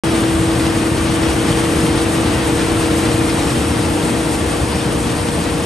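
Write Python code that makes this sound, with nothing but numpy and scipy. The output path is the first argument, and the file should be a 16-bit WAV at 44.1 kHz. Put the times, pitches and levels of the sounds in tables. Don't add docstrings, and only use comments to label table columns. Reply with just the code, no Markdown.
import sys
import numpy as np
from scipy import signal
from scipy.fft import rfft, irfft, next_fast_len
from scipy.io import wavfile
from scipy.ndimage import uniform_filter1d

SR = 44100
rng = np.random.default_rng(int(sys.argv[2]) if len(sys.argv) > 2 else 0)


def unload_wav(signal):
    wavfile.write(
        sys.argv[1],
        SR,
        np.round(np.clip(np.atleast_2d(signal).T, -1, 1) * 32767).astype(np.int16),
    )


N = 249165


# harmonic_number, relative_db
BLOWER_HARMONICS = [(1, 0), (2, -20)]
SUCTION_HARMONICS = [(1, -30), (4, -15), (5, -32), (6, -1)]
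DRUM_HARMONICS = [(1, -5), (4, 0)]
# time_s, level_db
BLOWER_LEVELS = [(0.15, -18.4), (1.0, -20.9), (1.9, -21.3), (2.4, -22.5), (3.0, -21.0), (3.4, -22.5),
                 (3.7, -25.8), (4.15, -24.4), (4.6, -27.5), (5.05, -29.3), (5.6, -29.2)]
# time_s, level_db
DRUM_LEVELS = [(0.1, -33.5), (0.7, -29.5), (1.0, -30.8), (1.3, -28.2), (2.5, -27.4), (3.22, -27.3),
               (3.45, -30.4), (4.0, -29.2), (4.55, -29.9), (4.68, -31.4), (4.9, -29.6), (5.5, -28.9)]

def rotor_hum(blower_hz, suction_hz, drum_hz):
    blower = rotor(blower_hz, BLOWER_HARMONICS, flutter_db=0.45, wander_hz=0.12)
    suction = rotor(suction_hz, SUCTION_HARMONICS, flutter_db=1.5, wander_hz=0.016)
    drum = rotor(drum_hz, DRUM_HARMONICS, flutter_db=0.4, wander_hz=0.07)
    drum_octave = rotor(drum_hz, [(2, 0)], flutter_db=2.5, wander_hz=0.082)
    blower *= from_db(over_time(BLOWER_LEVELS))
    suction *= passing(nearest_s=2.5, top_db=-25, rise_db_per_s=2.5, fall_db_per_s=0.7)
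    drum *= from_db(over_time(DRUM_LEVELS))
    drum_octave *= passing(nearest_s=5, top_db=-30.5, rise_db_per_s=0.5, fall_db_per_s=1.2)
    return blower + suction + drum + drum_octave


def rotor(fundamental_hz, harmonics, flutter_db, wander_hz):
    phase = 2 * np.pi * np.cumsum(fundamental_hz + wander_hz * drift(0.93)) / SR
    tone = 0
    for number, db in harmonics:
        amplitude = from_db(db + flutter_db * drift(7.0))
        tone += amplitude * np.sin(number * phase + rng.uniform(0, 2 * np.pi))
    return np.sqrt(2) * tone


# frequency_hz, density_db
AIR_SPECTRUM = [(22, -28), (32, -21), (45, 2), (60, 2), (200, 5), (350, 5), (560, 0.5), (720, -2),
                (950, -2.5), (1500, -9.5), (3000, -13), (7000, -31.5), (13000, -61)]

def duct_roar(level_db, gust_db, churn_db):
    air = shaped(rng.standard_normal((2, N)), from_db(over_hz(AIR_SPECTRUM)))
    return from_db(level_db + gust_db * drift(14) + churn_db * drift(24)) * diffuse(air)


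# pitch_hz, bandwidth_hz, relative_db
PANEL_MODES = [(52.8, 7.1, -10), (76, 31, 1), (118, 31, 0), (164.5, 36, -2.5), (198, 50, -5),
               (274.7, 12, -6), (304.7, 24, -6.5)]

def housing_rumble(level_db, surge_db, surge_hz):
    panels = struck_modes(PANEL_MODES, per_s=600, spread_db=2.0)
    local_power = uniform_filter1d(np.mean(panels ** 2, axis=0), size=3000)
    steady = panels / np.sqrt(local_power + 1e-12)
    return from_db(level_db - surge_db * drift(surge_hz)) * steady


# start_s, peak_db, pitch_hz
LOW_THUMPS = [(0.082, -13, 150), (0.165, -22, 72), (0.217, -16, 125), (0.334, -11.5, 75), (0.39, -12, 125),
              (0.461, -19, 75), (0.545, -16, 190), (0.645, -16, 75), (0.911, -14, 140), (0.977, -16, 72),
              (1.085, -14, 165), (1.234, -16, 170), (1.279, -12, 98), (1.492, -9.5, 170), (1.746, -14, 68),
              (1.818, -12, 140), (1.885, -17, 75), (2.236, -15, 170), (2.301, -20, 140),
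              (2.769, -14.5, 150), (2.91, -13.5, 145), (3.123, -16, 125), (3.368, -14, 75),
              (3.675, -14, 100), (3.864, -22, 75), (4.407, -16, 190), (4.608, -16, 77.5), (4.74, -21, 70),
              (4.85, -13, 205), (4.945, -21, 82), (5.356, -16, 70), (5.54, -14, 150)]

def low_thumps(ring_s, rolloff_db_per_octave):
    out = np.zeros(N + SR)
    t = np.arange(SR // 4) / SR
    hz, bandwidth_hz, mode_db = np.transpose(PANEL_MODES)[:, :, None]
    envelopes = t * np.exp(-t * (np.pi * bandwidth_hz / 2 + 1 / ring_s))
    for start_s, peak_db, pitch_hz in LOW_THUMPS:
        phases = rng.uniform(0, 2 * np.pi, hz.shape)
        octaves_away = np.abs(np.log2(hz / pitch_hz))
        weights = bandwidth_hz * from_db(mode_db - rolloff_db_per_octave * octaves_away)
        thump = np.sum(weights * envelopes * np.sin(2 * np.pi * hz * t + phases), axis=0)
        start = int(start_s * SR)
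        out[start:start + len(t)] += from_db(peak_db) * thump / np.abs(thump).max()
    return out[:N]


# frequency_hz, density_db
POD_SPECTRUM = [(300, 1), (900, 1), (1500, 3.5), (2200, 0), (3100, 0), (3900, -2.5), (5500, -5.5),
                (7000, -13.5), (13000, -58)]
# pitch_hz, bandwidth_hz, relative_db
GRATE_MODES = [(937, 110, -4), (1176, 95, 2), (1375, 100, -2.5), (1860, 130, 0), (2050, 120, -7),
               (2520, 110, -3.5), (2680, 90, -4), (2890, 130, -5), (3210, 110, -4.5), (3970, 120, -13)]

def pod_rattle(level_db, per_s, clump_db, ring_db):
    hits = impacts(per_s, spread_db=2.5) * from_db(clump_db * drift(13.6))
    hits = reverberate(hits, t60_s=0.93, wet_db=-3)
    crackle = diffuse(shaped(hits, from_db(over_hz(POD_SPECTRUM))))
    ring = from_db(ring_db) * struck_modes(GRATE_MODES, per_s=160, spread_db=1.5)
    return from_db(level_db) * (crackle + ring)


# start_s, level_db
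POD_BURSTS = [(0.235, -21), (0.827, -22), (1.586, -22), (1.977, -22), (2.152, -19), (2.223, -19.5),
              (3.221, -25), (3.448, -23), (4.09, -22.5), (5.285, -21)]
# frequency_hz, density_db
SHELL_SPECTRUM = [(400, -5), (900, 7), (2000, -4), (4000, -6), (9000, -16), (13000, -32)]

def pod_bursts(decay_s, per_s):
    t = np.arange(N) / SR
    envelope = sum(from_db(db) * (t >= s) * np.exp(-np.clip((t - s) / decay_s, 0, 30))
                   for s, db in POD_BURSTS)
    spray = diffuse(shaped(impacts(per_s, spread_db=2.0), from_db(over_hz(SHELL_SPECTRUM))))
    return reverberate(envelope * spray, t60_s=0.3, wet_db=-18)


# frequency_hz, density_db
KERNEL_SPECTRUM = [(1500, -25), (4000, -7.5), (6000, -2), (7200, 0), (8500, 5), (9900, 8.5), (10500, 4.5),
                   (11000, 1.5), (12000, -10), (13200, -31)]
# time_s, level_db
SIEVE_LEVELS = [(0.1, -28.5), (1.1, -29), (1.55, -27), (2.1, -28), (2.4, -28.5), (3.45, -27.5), (4.2, -29),
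                (4.9, -29.5), (5.6, -29.5)]

def sieve_swish(per_s, clump_db):
    hits = impacts(per_s, spread_db=1.5)
    swell_db = sieve_throws(strokes_per_s=7.07, first_s=0.032, half_width_s=0.018)
    hits *= from_db(swell_db + clump_db * drift(18))
    hits = reverberate(hits, t60_s=0.29, wet_db=-6)
    hiss = diffuse(shaped(hits, from_db(over_hz(KERNEL_SPECTRUM))))
    return from_db(over_time(SIEVE_LEVELS)) * hiss


# time_s, swell_db
HEAVY_STROKES = [(0.16, 2), (0.33, 2.5), (0.598, 3.5), (0.775, 3.5), (1.028, 2), (1.151, 2.5), (1.3, 3.5),
                 (1.71, 1.5), (2.02, 3), (2.13, 4.5), (2.48, 2), (2.805, 3), (2.978, 4.5), (3.13, 2),
                 (3.44, 1), (3.59, 3), (4.06, 1), (4.33, 3), (4.6, 1), (5.115, 2), (5.34, 2.2), (5.53, 2.8)]

def sieve_throws(strokes_per_s, first_s, half_width_s, light_db=1, scatter_s=0.017, scatter_db=0.5):
    t = np.arange(N) / SR
    chance = rng.standard_normal((int(t[-1] * strokes_per_s) + 2, 2))
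    times_s = first_s + np.arange(len(chance)) / strokes_per_s + scatter_s * chance[:, 0]
    swells_db = light_db - scatter_db * chance[:, 1]
    for s, db in HEAVY_STROKES:
        stroke = round((s - first_s) * strokes_per_s)
        times_s[stroke], swells_db[stroke] = s, db
    return sum(db * np.exp(-np.minimum(((t - s) / half_width_s) ** 2, 20))
               for s, db in zip(times_s, swells_db))


# start_s, relative_db, pitch_hz
HIGH_TICKS = [(0.1444, -18, 9090), (0.3544, -19, 3500), (1.5264, -12, 3250), (1.8654, -16, 3040),
              (2.1794, -14, 3290), (2.7194, -11, 9430), (2.7694, -15, 3970), (3.1334, -17, 3990),
              (3.3408, -17, 8530), (3.3934, -18, 3980), (3.5744, -16, 3530), (4.0284, -15, 3920)]

def high_ticks(listed_gain_db, small_db, per_s, bunching, decay_cycles):
    rate_per_s = per_s * np.exp(np.clip(bunching * drift(9), -4, 2))
    starts_s = np.flatnonzero(rng.random(N) < rate_per_s / SR) / SR
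    softness, height = rng.random((len(starts_s), 2)).T
    small = np.transpose([starts_s, small_db - 10 * softness, 2000 * 4 ** height])
    listed = np.array(HIGH_TICKS) + [0, listed_gain_db, 0]
    t = np.arange(SR // 50) / SR
    out = np.zeros((2, N + len(t)))
    for start_s, db, hz in np.vstack([listed, small]):
        tones_hz = hz * rng.uniform(0.85, 1.15, (3, 1))
        rings = np.sin(2 * np.pi * tones_hz * t) * np.exp(-t * hz / decay_cycles)
        shares_per_ear = rng.dirichlet(np.ones(3), 2)
        start = int(start_s * SR)
        out[:, start:start + len(t)] += from_db(db) * shares_per_ear @ rings
    return out[:, :N]


# centre_hz, bandwidth_hz, relative_db
ROAR_AND_HISS_BANDS = [(740, 220, 0), (4570, 1700, -6)]

def roar_and_hiss():
    gain = passing(4, top_db=-33.5, rise_db_per_s=6, fall_db_per_s=1.5)
    return gain * struck_modes(ROAR_AND_HISS_BANDS, per_s=1500, spread_db=2.5)


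def struck_modes(modes, per_s, spread_db):
    out = 0
    for hz, width_hz, db in modes:
        band = signal.butter(2, [hz - width_hz / 2, hz + width_hz / 2], "band", fs=SR, output="sos")
        ringing = signal.sosfilt(band, impacts(per_s, spread_db) + 1e-18)
        out += from_db(db) * unit_rms(ringing)
    return diffuse(out)


def impacts(per_s, spread_db):
    sizes = from_db(spread_db * np.minimum(rng.exponential(1, (2, N)), 4))
    signs = rng.choice([-1, 1], (2, N))
    return unit_rms(sizes * signs * (rng.random((2, N)) < per_s / SR))


def near_walls(x, echo_db, sway_s, count):
    n = np.arange(N)
    out = x.copy()
    for lag_s in rng.uniform(0.002, 0.009, count):
        delayed = n - SR * (lag_s + sway_s * drift(0.4))
        out += from_db(echo_db) * np.array([np.interp(delayed, n, side) for side in x])
    return out / np.sqrt(1 + count * from_db(echo_db) ** 2)


def reverberate(x, t60_s, wet_db):
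    retained = from_db(-120 / (t60_s * SR))
    energy = signal.lfilter([1 - retained], [1, -retained], x ** 2)
    return x + from_db(wet_db) * np.sqrt(energy) * rng.standard_normal((2, N))


# frequency_hz, coherence
EAR_COHERENCE = [(50, 1), (150, 0.98), (350, 0.71), (600, 0.57), (1400, 0.56), (3000, .72), (5200, 0.66),
                 (6400, 0.98), (7200, 0.62), (8500, 1), (12000, 1)]

def diffuse(pair):
    coherence = np.clip(over_hz(EAR_COHERENCE), 0, 0.999)
    mid = shaped(pair[0], np.sqrt(1 + coherence))
    side = shaped(pair[1], np.sqrt(1 - coherence))
    return unit_rms(np.array([mid + side, mid - side]))


def passing(nearest_s, top_db, rise_db_per_s, fall_db_per_s):
    since_s = np.arange(N) / SR - nearest_s
    return from_db(top_db + np.minimum(rise_db_per_s * since_s, -fall_db_per_s * since_s))


def drift(corner_hz):
    hop, settling = 40, 2000
    pole = np.exp(-2 * np.pi * corner_hz * hop / SR)
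    noise = rng.standard_normal(N // hop + settling + 2)
    slow = signal.lfilter([1], [1, -2 * pole, pole * pole], noise)[settling:]
    return np.interp(np.arange(N) / hop, np.arange(len(slow)), unit_rms(slow))


def from_db(db):
    return 10 ** (np.asarray(db) / 20)


def unit_rms(x):
    return x / np.sqrt(np.mean(x ** 2) + 1e-20)


def over_time(points):
    return np.interp(np.arange(N) / SR, *np.transpose(points))


def over_hz(points):
    hz, value = np.transpose(points)
    bins = np.fft.rfftfreq(next_fast_len(N), 1 / SR)
    return np.interp(np.log(np.maximum(bins, 1)), np.log(hz), value)


def shaped(x, gain):
    return irfft(rfft(x, next_fast_len(N)) * gain, next_fast_len(N))[..., :N]


# time_s, relative_db
SHELLING_LEVELS = [(0.1, -23), (0.9, -23.5), (1.6, -22.5), (2.4, -22.5), (3.1, -22.5), (3.8, -23.5),
                   (4.6, -24.5), (5.5, -24.5)]
# frequency_hz, left_minus_right_db
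EAR_BALANCE = [(40, 0), (120, 2), (320, 1), (620, 4.5), (1200, 2.0), (3000, 2.5), (5200, 2.5), (6500, 1),
               (9000, 0.5)]

def scene():
    shelling_db = over_time(SHELLING_LEVELS)
    swing_db = shelling_db - shelling_db.mean()
    rumble = housing_rumble(level_db=-23.5 + 0.55 * swing_db, surge_db=0.9, surge_hz=6.6)
    thumps = low_thumps(ring_s=0.03, rolloff_db_per_octave=10)
    air = duct_roar(level_db=-20.5 + swing_db, gust_db=0.5, churn_db=0.09)
    swell = roar_and_hiss()
    rattle = pod_rattle(level_db=-28 + 1.3 * swing_db, per_s=8000, clump_db=2.0, ring_db=-8)
    swish = sieve_swish(per_s=12000, clump_db=0.94)
    ticks = high_ticks(listed_gain_db=-1.5, small_db=-25, per_s=90, bunching=0.8, decay_cycles=9.7)
    bursts = pod_bursts(decay_s=0.0071, per_s=4100)
    clatter = near_walls(rattle + swish + ticks + bursts, echo_db=-14, sway_s=0.000309, count=5)
    hum = rotor_hum(blower_hz=327.3, suction_hz=49.15, drum_hz=117.92)
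    balance = from_db(over_hz(EAR_BALANCE) * [[0.5], [-0.5]])
    return shaped(hum + rumble + thumps + air + swell + clatter, balance)


# frequency_hz, left_lead_rad
PORT_LEAD = [(600, .1), (1650, -.65), (2900, .8), (3900, .35), (5300, .5), (6700, 0), (7750, .7), (8300, 0),
             (8850, -.1), (9700, -2.6), (10250, -3.14), (10950, -3.7), (11300, -5.6), (11700, -6.1)]

def record(dry, low_cut_hz=36, high_cut_hz=13100, start_s=0.036):
    left = shaped(dry[0], np.exp(1j * over_hz(PORT_LEAD)))
    high_pass = signal.butter(6, low_cut_hz, "high", fs=SR, output="sos")
    low_pass = signal.ellip(10, 0.1, 80, high_cut_hz, fs=SR, output="sos")
    ports = signal.sosfilt(high_pass, np.array([left, dry[1]]))
    opened = np.arange(N) / SR > start_s
    return signal.sosfilt(low_pass, ports * opened)


dry = scene()
out = record(dry)
unload_wav(out)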